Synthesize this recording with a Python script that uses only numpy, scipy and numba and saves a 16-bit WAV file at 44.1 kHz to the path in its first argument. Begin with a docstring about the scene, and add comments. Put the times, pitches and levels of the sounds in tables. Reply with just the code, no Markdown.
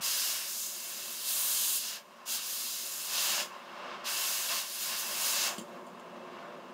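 """A gas cutting torch in a small workshop, a step or two from a single microphone.
Three bursts of cutting oxygen, from about 0, 2.3 and 4 s, are shaped noise that hisses, scours and rushes in the cut.
Steel burns and a heating flame roars low throughout, as noise in fluttering bands; light ticks ring the torch body.
After the third burst the lever snaps back with a dull knock at 5.6 s, and the roar swells towards the end.
Walls and bench give the torch fixed peaks and dips and a short tail; faint air noise lies under it all."""
import sys
import numpy as np
from scipy import signal
from scipy.fft import rfft, irfft, next_fast_len
from scipy.io import wavfile
from scipy.ndimage import uniform_filter1d
from numba import njit

SR = 44100
rng = np.random.default_rng(int(sys.argv[2]) if len(sys.argv) > 2 else 0)


def wav_out(sig):
    """Save sig, one row per channel (or a flat mono array), as 16-bit PCM at SR to the path in sys.argv[1]."""
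    wavfile.write(sys.argv[1], SR, np.round(np.clip(np.atleast_2d(sig).T, -1, 1) * 32767).astype(np.int16))


def convert_level_to_amplitude(level_db):
    """Map a level in decibels to its linear amplitude factor."""
    exponent = np.asarray(level_db, float) / 20
    return 10 ** exponent


N = 296793
TIME = np.arange(N) / SR

# Spectral density of the air noise: f/Hz, level/dB
AIR_SPECTRUM = [(40, -1), (300, -0.5), (6000, -10), (16000, -18.5)]
AIR_DB = -68

# Spectral density of the faint rumble: f/Hz, level/dB
RUMBLE_SPECTRUM = [(25, 2.5), (60, -25), (110, -33.5), (150, -56), (300, -88)]
RUMBLE_DB, RUMBLE_SLOPE = -40.5, 0.4  # level when the roar is at FLARE_DB; dB of rumble per dB of roar

# Low roar of the heating flame over time: t/s, level/dB
ROAR_LEVEL = [(0.03, -63.5), (0.96, -59.5), (2.3, -62), (3.4, -58.5), (3.9, -55.5), (4.42, -65),
              (5.1, -56.5), (5.39, -60.5), (5.7, -48.5), (6.04, -51), (6.16, -48.5), (6.7, -50)]
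# Spectral density of that roar: f/Hz, level/dB
ROAR_SPECTRUM = [(60, -44), (120, -15.5), (170, -5.5), (230, -3), (350, 0.5), (600, -3), (900, -7),
                 (1800, -48), (4000, -82)]
FLARE_DB, FLARE_SLOPE = -57, 2.18  # extra roar at strong burning; dB of it per dB of burning
STRONG_BURN_DB = -42

# Burning at the cut over time: t/s, level/dB
BURN_LEVEL = [(0.03, -48.5), (0.39, -52), (0.58, -58.5), (1.17, -57.5), (1.38, -51), (1.72, -52.5),
              (1.79, -58), (1.99, -53.5), (2.03, -58.5), (2.28, -53.5), (2.34, -52), (2.42, -55.5),
              (2.89, -56.5), (3.07, -53.5), (3.15, -48), (3.408, -42), (3.498, -49.5), (3.55, -47),
              (3.6, -50), (3.72, -47), (3.942, -42.5), (3.982, -46), (4.478, -48), (4.512, -41),
              (4.545, -44), (4.712, -56), (4.91, -48.5), (4.926, -45.5), (4.97, -49), (5.516, -41.5),
              (5.56, -47.5), (5.66, -54), (5.78, -51), (5.822, -53.5), (6.19, -50.5), (6.426, -49.5),
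              (6.7, -51.5)]
# Spectral density of the burning steel: f/Hz, level/dB
BURN_SPECTRUM = [(250, -24), (500, -4), (1100, 2), (1800, -5), (2700, -11.5), (5000, -22.5), (8000, -33),
                 (16000, -71)]

# Blows of lever and spatter: t/s, level/dB, dull knock over the tick/dB, decay constant of the rattle/s
BLOWS = [(1.739, -38, -20, 0.003), (4.514, -50, -14, 0.0041), (5.582, -39, 6.5, 0.0059),
         (5.592, -44, 10, 0.0098), (5.613, -53.5, 14.5, 0.018), (5.866, -60.5, -16, 0.018),
         (5.997, -58, -16, 0.0072)]
# Dull modes of the torch body: f/Hz, level/dB, t60/s
KNOCK_MODES = [(196, -14, 0.032), (261, 0, 0.034), (322, -4, 0.071), (580, -11, 0.035), (1350, -6, 0.012)]
# Bright modes of the torch body: f/Hz, level/dB, t60/s
TICK_MODES = [(3100, -1, 0.013), (3450, -5, 0.014), (4550, -1, 0.0081), (6500, -2, 0.0065),
              (7200, 4, 0.0068), (8260, -1, 0.0052), (9400, -4, .004)]

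# Presses of the oxygen lever: opening t/s, shutting t/s, closing rate/(dB/s),
# leaking hiss from the opening on, level/dB, idle rush in the cut over the burning/dB
PRESSES = [(0.006, 1.961, 360, -84, -5.5), (2.253, 3.414, 293, -77.5, -10), (4.039, 5.47, 211, -79, -15)]
OPENING_S, OPENING_BEND = 0.044, 0.89  # time to full flow; exponent of the rise
BLEED_DB, BLEED_DB_PER_S = -24, 54  # gas left in the torch drains slowly after shutting

# Hiss at the nozzle while the lever is held, one curve a press: t/s, level/dB
HISS_LEVELS = [
    [(0.05, -35), (0.296, -35.5), (0.426, -41), (0.642, -39), (0.722, -43.5), (1.072, -43.5), (1.24, -40),
     (1.29, -32.5), (1.492, -31.5), (1.77, -32), (1.8, -38.5), (1.9, -42.5), (1.958, -48.5)],
    [(2.29, -38), (2.32, -35.5), (2.36, -36), (2.4, -44), (2.524, -37.5), (2.828, -41.5), (3.106, -41),
     (3.128, -38), (3.25, -34), (3.326, -36.5), (3.414, -42.5)],
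    [(4.08, -41), (4.12, -38.5), (4.314, -35.5), (4.424, -38), (4.596, -37.5), (4.65, -45), (4.81, -39.5),
     (4.826, -37), (4.956, -40), (5.004, -36.5), (5.044, -40.5), (5.162, -39), (5.268, -33.5), (5.382, -36),
     (5.47, -38.5)],
]
# How the jet strikes the steel: t/s, centre of the scouring f/Hz, scouring over its place between hiss and burning/dB,
# shock cells over the hiss/dB, rush in the cut over the burning/dB
STRIKE = [(0.05, 5060, 3, -4, 3.5), (0.4, 5140, 3.5, -5.5, 5.5), (0.68, 4930, 0.2, -2, 2.5),
          (1.0, 4550, 0.5, -3, 4.5), (1.25, 4600, 0.8, -7.5, 2.5), (1.42, 4200, -3, -6, 2),
          (1.74, 4300, 0.5, -6.5, 4), (1.9, 4760, 4, -1.5, 5.5), (2.33, 4540, 1.7, -4, 3.5),
          (2.6, 4740, 2, -5.5, 5), (3.05, 4680, -0.5, -3, 2.5), (3.17, 4550, 2.5, -3, 6.5),
          (3.27, 4260, 0.2, -4, 2.5), (3.42, 5030, 3.5, 2, 2), (3.7, 4080, -7, -4, 3),
          (3.98, 4000, 12, -1, 7), (4.12, 4750, 0, -3.5, 2.5), (4.5, 4500, 0.1, -3.5, 1),
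          (4.75, 4680, .6, -6, 3.5), (5.1, 4650, -.6, -5.5, 1), (5.3, 4750, 1, -3.5, 3),
          (5.5, 4804, 2, .6, 3), (5.75, 4220, .6, -1, 3)]
# Spectral density of the hiss: f/Hz, level/dB
HISS_SPECTRUM = [(1500, -46), (4000, -8), (6000, -30), (8000, -1.5), (10500, -0.5), (12500, -1.5),
                 (13700, 0.5), (15000, -4.5), (15700, -5)]
# Spectral density of the jet's shock cells: f/Hz, level/dB
SHOCK_SPECTRUM = [(3000, -54), (5900, -5), (6350, -1), (7350, -1.5), (7800, -6.5), (14000, -27)]
# Spectral density of the scouring, ahead of its moving band-pass: f/Hz, level/dB
SCOUR_SPECTRUM = [(1500, -20), (3000, -2.5), (6000, -3.5), (10000, -22)]
# Spectral density of the rush inside the cut: f/Hz, level/dB
KERF_SPECTRUM = [(700, -25), (1500, -2.5), (2100, -4.5), (2800, -2.5), (3400, -7), (5000, -32), (9000, -41)]
SCOUR_BURN_SHARE = 0.36  # how far, in dB, the scouring lies from hiss (0) towards burning (1)
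IDLE_SCOUR_DB = -5.5  # idle scouring relative to the idle rush in the cut
IDLE_SLOPE = 0.51  # dB that the idle rush gains over the burning per dB of burning

# Peaks and dips of room, bench and microphone: f/Hz, width/Hz, level/dB
ROOM_COLOUR = [(181, 46, 4), (241, 51, 6.5), (293.7, 67, -12.5), (360.6, 53, 5), (428, 110, -5.5),
               (585, 79, 5.5), (685.3, 38, 9.5), (732, 220, -3.5), (1096, 270, 3), (1074, 38, 3),
               (1210, 69, -2.5), (1460, 320, -1.5), (1622, 29, 4.5), (1983, 470, -3), (2163, 41, 5),
               (2380, 130, -6.5), (2724, 370, 3), (2910, 240, 0.5), (3370, 180, 2), (3836, 150, 2.5),
               (4650, 46, -7), (4990, 600, 3), (6203, 90, 3.5), (6600, 190, 0), (6830, 79, 4.5),
               (7380, 120, 3), (10600, 220, -0.5), (15400, 430, 5.5)]
ROOM_T60_S, ROOM_DB = 0.15, -10.5  # decay of the tail's lower part; energy of the tail against the direct sound


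def curve(rows):
    """Columns of a table joined by straight lines in time."""
    s, *columns = np.transpose(rows)
    return [np.interp(TIME, s, column) for column in columns]


def walk(rate):
    """Random levels held 1 / rate s and slewed twice; spread near 1."""
    hold = int(SR / rate)
    steps = np.repeat(rng.standard_normal(N // hold + 1), hold)
    slewed = uniform_filter1d(uniform_filter1d(steps, hold), hold)
    return 0.77 * slewed[:N]


def turbulence(spectrum, swell_db, flicker_db, flicker_hz, spit):
    """Noise of rms 1 in octave-spaced overlapping bands that swell together and flicker alone; spit adds sharp grains."""
    size = next_fast_len(N)
    octave = np.log2(np.maximum(np.arange(size // 2 + 1) * SR / size, 1))
    hz, db = np.transpose(spectrum)
    grains = np.exp(spit * rng.standard_normal(N))
    white = rfft(rng.standard_normal(N) * grains, size)
    eddies = white * convert_level_to_amplitude(np.interp(octave, np.log2(hz), db))
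    swell = swell_db * walk(flicker_hz / 2)
    lowest, highest = 6, 14  # band centres as powers of two, in Hz
    out = 0
    for centre in range(lowest, highest + 1):
        distance = np.clip(np.clip(octave, lowest, highest) - centre, -1, 1)
        share = np.cos(np.pi / 2 * distance) ** 2
        flicker = flicker_db * walk(flicker_hz)
        out = out + irfft(eddies * share, size)[:N] * convert_level_to_amplitude(swell + flicker)
    return out / np.std(out)


def air_noise():
    """Steady, faint air noise that falls off towards the treble."""
    return convert_level_to_amplitude(AIR_DB) * turbulence(AIR_SPECTRUM, 0.4, 0.23, 11.0, spit=0.05)


def rumble(roar_db):
    """A faint rumble comes and goes in deep puffs and partly follows the roar."""
    puffs = turbulence(RUMBLE_SPECTRUM, 3.8, 1.7, 6.7, spit=0.21)
    return convert_level_to_amplitude(RUMBLE_DB + RUMBLE_SLOPE * (roar_db - FLARE_DB)) * puffs


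def heating_flame(roar_db, burn_db):
    """The flame roars low in fluttering bands and flares up with strong burning."""
    roar = turbulence(ROAR_SPECTRUM, 0.18, 0.78, 24.0, spit=0.26)
    flare = convert_level_to_amplitude(FLARE_DB + FLARE_SLOPE * (burn_db - STRONG_BURN_DB))
    return (convert_level_to_amplitude(roar_db) + flare) * roar


def burning_steel(burn_db):
    """Steel burning at the cut flutters more deeply than the hiss of the jet."""
    return convert_level_to_amplitude(burn_db) * turbulence(BURN_SPECTRUM, 1.04, 1.0, 18.0, spit=0.32)


def ring(modes):
    """Response of a few decaying modes to one blow."""
    t = TIME[:SR // 8]
    return sum(convert_level_to_amplitude(db - 60 * t / t60) * np.cos(2 * np.pi * hz * t) for hz, db, t60 in modes)


def ticks():
    """Each blow is a first contact and a short rattle that ring the torch body."""
    out, t = np.zeros(N + SR), TIME[:SR // 20]
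    push = np.hanning(int(0.0012 * SR))  # 1.2 ms
    for s, db, knock_db, rattle_s in BLOWS:
        blow = 0.11 * rng.standard_normal(len(t)) * np.exp(-t / rattle_s)
        blow[0] = 0.63  # first contact
        sound = signal.fftconvolve(blow, ring(TICK_MODES))
        # only the first contact reaches the heavy parts, as a soft push
        knock = convert_level_to_amplitude(knock_db) * np.convolve(ring(KNOCK_MODES), push / push.sum())
        sound[:len(knock)] += knock
        out[int(s * SR):][:len(sound)] += convert_level_to_amplitude(db) * sound
    return out[:N]


def lever():
    """Valve opening 0-1 with its slow bleed, and the gains of leaking hiss and idle rush set at each press."""
    opening, leak, idle = 0, np.zeros(N), np.zeros(N)
    for opens, shuts, closing, leak_db, idle_db in PRESSES:
        after = np.maximum(TIME - shuts, 0)
        rise = np.clip((TIME - opens) / OPENING_S, 0, 1) ** OPENING_BEND
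        bleed = convert_level_to_amplitude(BLEED_DB - BLEED_DB_PER_S * after)
        fall = np.maximum(convert_level_to_amplitude(-closing * after), bleed)
        opening = opening + rise * fall
        leak[TIME > opens] = convert_level_to_amplitude(leak_db)
        idle[TIME > opens] = convert_level_to_amplitude(idle_db)
    return opening, leak, idle


@njit
def band(x, hz, width):
    """State-variable band-pass with a moving centre."""
    y, band_state, low_state = np.empty(len(x)), 0., 0.
    for i in range(len(x)):
        g, k = np.tan(np.pi * hz[i] / SR), width / hz[i]
        v = (band_state + g * (x[i] - low_state)) / (1 + g * (g + k))
        band_state = 2 * v - band_state
        low_state = low_state + 2 * g * v
        y[i] = k * v
    return y


def jet(burn_db):
    """The free jet hisses and its shock cells sing; where it meets the steel and enters the cut the noise sits lower."""
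    held_db, = curve(np.concatenate(HISS_LEVELS))
    scour_hz, strike_db, shock_db, kerf_db = curve(STRIKE)
    opening, leak, idle = lever()
    idle = idle * convert_level_to_amplitude(IDLE_SLOPE * (burn_db - STRONG_BURN_DB))

    hiss = turbulence(HISS_SPECTRUM, 0.26, 0.51, 23.0, spit=0.32)
    shock = turbulence(SHOCK_SPECTRUM, 0.45, 0.9, 7.9, spit=0.2)
    free = (convert_level_to_amplitude(held_db) * opening + leak) * (hiss + convert_level_to_amplitude(shock_db) * shock)

    # the gap between tip and steel sets where the scouring peaks
    scour = band(turbulence(SCOUR_SPECTRUM, 1.0, 0.99, 18.0, spit=0.13), scour_hz, 2570.0)
    scour_db = strike_db + held_db + SCOUR_BURN_SHARE * (burn_db - held_db)
    scour_gain = convert_level_to_amplitude(scour_db) * opening + convert_level_to_amplitude(burn_db + IDLE_SCOUR_DB) * idle
    surface = scour_gain * scour / np.std(scour)

    kerf = turbulence(KERF_SPECTRUM, 1.0, 1.0, 12.0, spit=0.27)
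    inside = convert_level_to_amplitude(burn_db) * (convert_level_to_amplitude(kerf_db) * opening + idle) * kerf
    return free + surface + inside


def workshop(x):
    """Fixed peaks and dips, then a dense tail that loses its treble first."""
    size = 2 * next_fast_len(N // 2 + SR)
    f = np.arange(size // 2 + 1) * SR / size
    colour_db = sum(db * np.exp(-3.5 * ((f - hz) / width) ** 2) for hz, width, db in ROOM_COLOUR)
    # folding the cepstrum makes the colouring ring after a sound, never before it
    cepstrum = irfft(np.log(convert_level_to_amplitude(colour_db)), size)
    cepstrum[1:size // 2] *= 2
    cepstrum[size // 2 + 1:] = 0
    colour = np.exp(rfft(cepstrum))

    t = TIME[:SR // 2]
    noise = rng.standard_normal(len(t)) * np.clip(t / 0.0024 - 0.5, 0, 1)
    # thin out the bass: below a few hundred hertz a small room has only its separate modes
    noise = noise - uniform_filter1d(noise, size=22)
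    dull = uniform_filter1d(noise, size=6)
    bright = noise - dull
    tail = dull * convert_level_to_amplitude(-60 * t / ROOM_T60_S) + bright * convert_level_to_amplitude(-3.5 - 60 * t / (0.74 * ROOM_T60_S))
    tail = convert_level_to_amplitude(ROOM_DB) * tail / np.linalg.norm(tail)
    tail[0] = 1  # direct sound
    return irfft(rfft(x, size) * colour * rfft(tail, size), size)[:N]


def scene():
    """The torch in its room over the air noise; one microphone feeds both channels."""
    burn_db, = curve(BURN_LEVEL)
    roar_db, = curve(ROAR_LEVEL)
    fire = rumble(roar_db) + heating_flame(roar_db, burn_db) + burning_steel(burn_db)
    torch = fire + ticks() + jet(burn_db)
    return np.tile(air_noise() + workshop(torch), (2, 1))


def roll_off(x):
    """The treble ends steeply here."""
    return signal.sosfilt(signal.butter(12, 16500, fs=SR, output="sos"), x)


def record(dry):
    """The microphone loses the bass steeply below 140 Hz, and the top is cut sharply at 15720 Hz."""
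    bass_cut = signal.butter(4, 140.0, "high", fs=SR, output="sos")
    top_cut = signal.ellip(14, 0.3, 80, 15720, fs=SR, output="sos")
    sound = signal.sosfilt(bass_cut, dry)
    sound = signal.sosfilt(top_cut, sound)
    return roll_off(sound)


dry = scene()
out = record(dry)
wav_out(out)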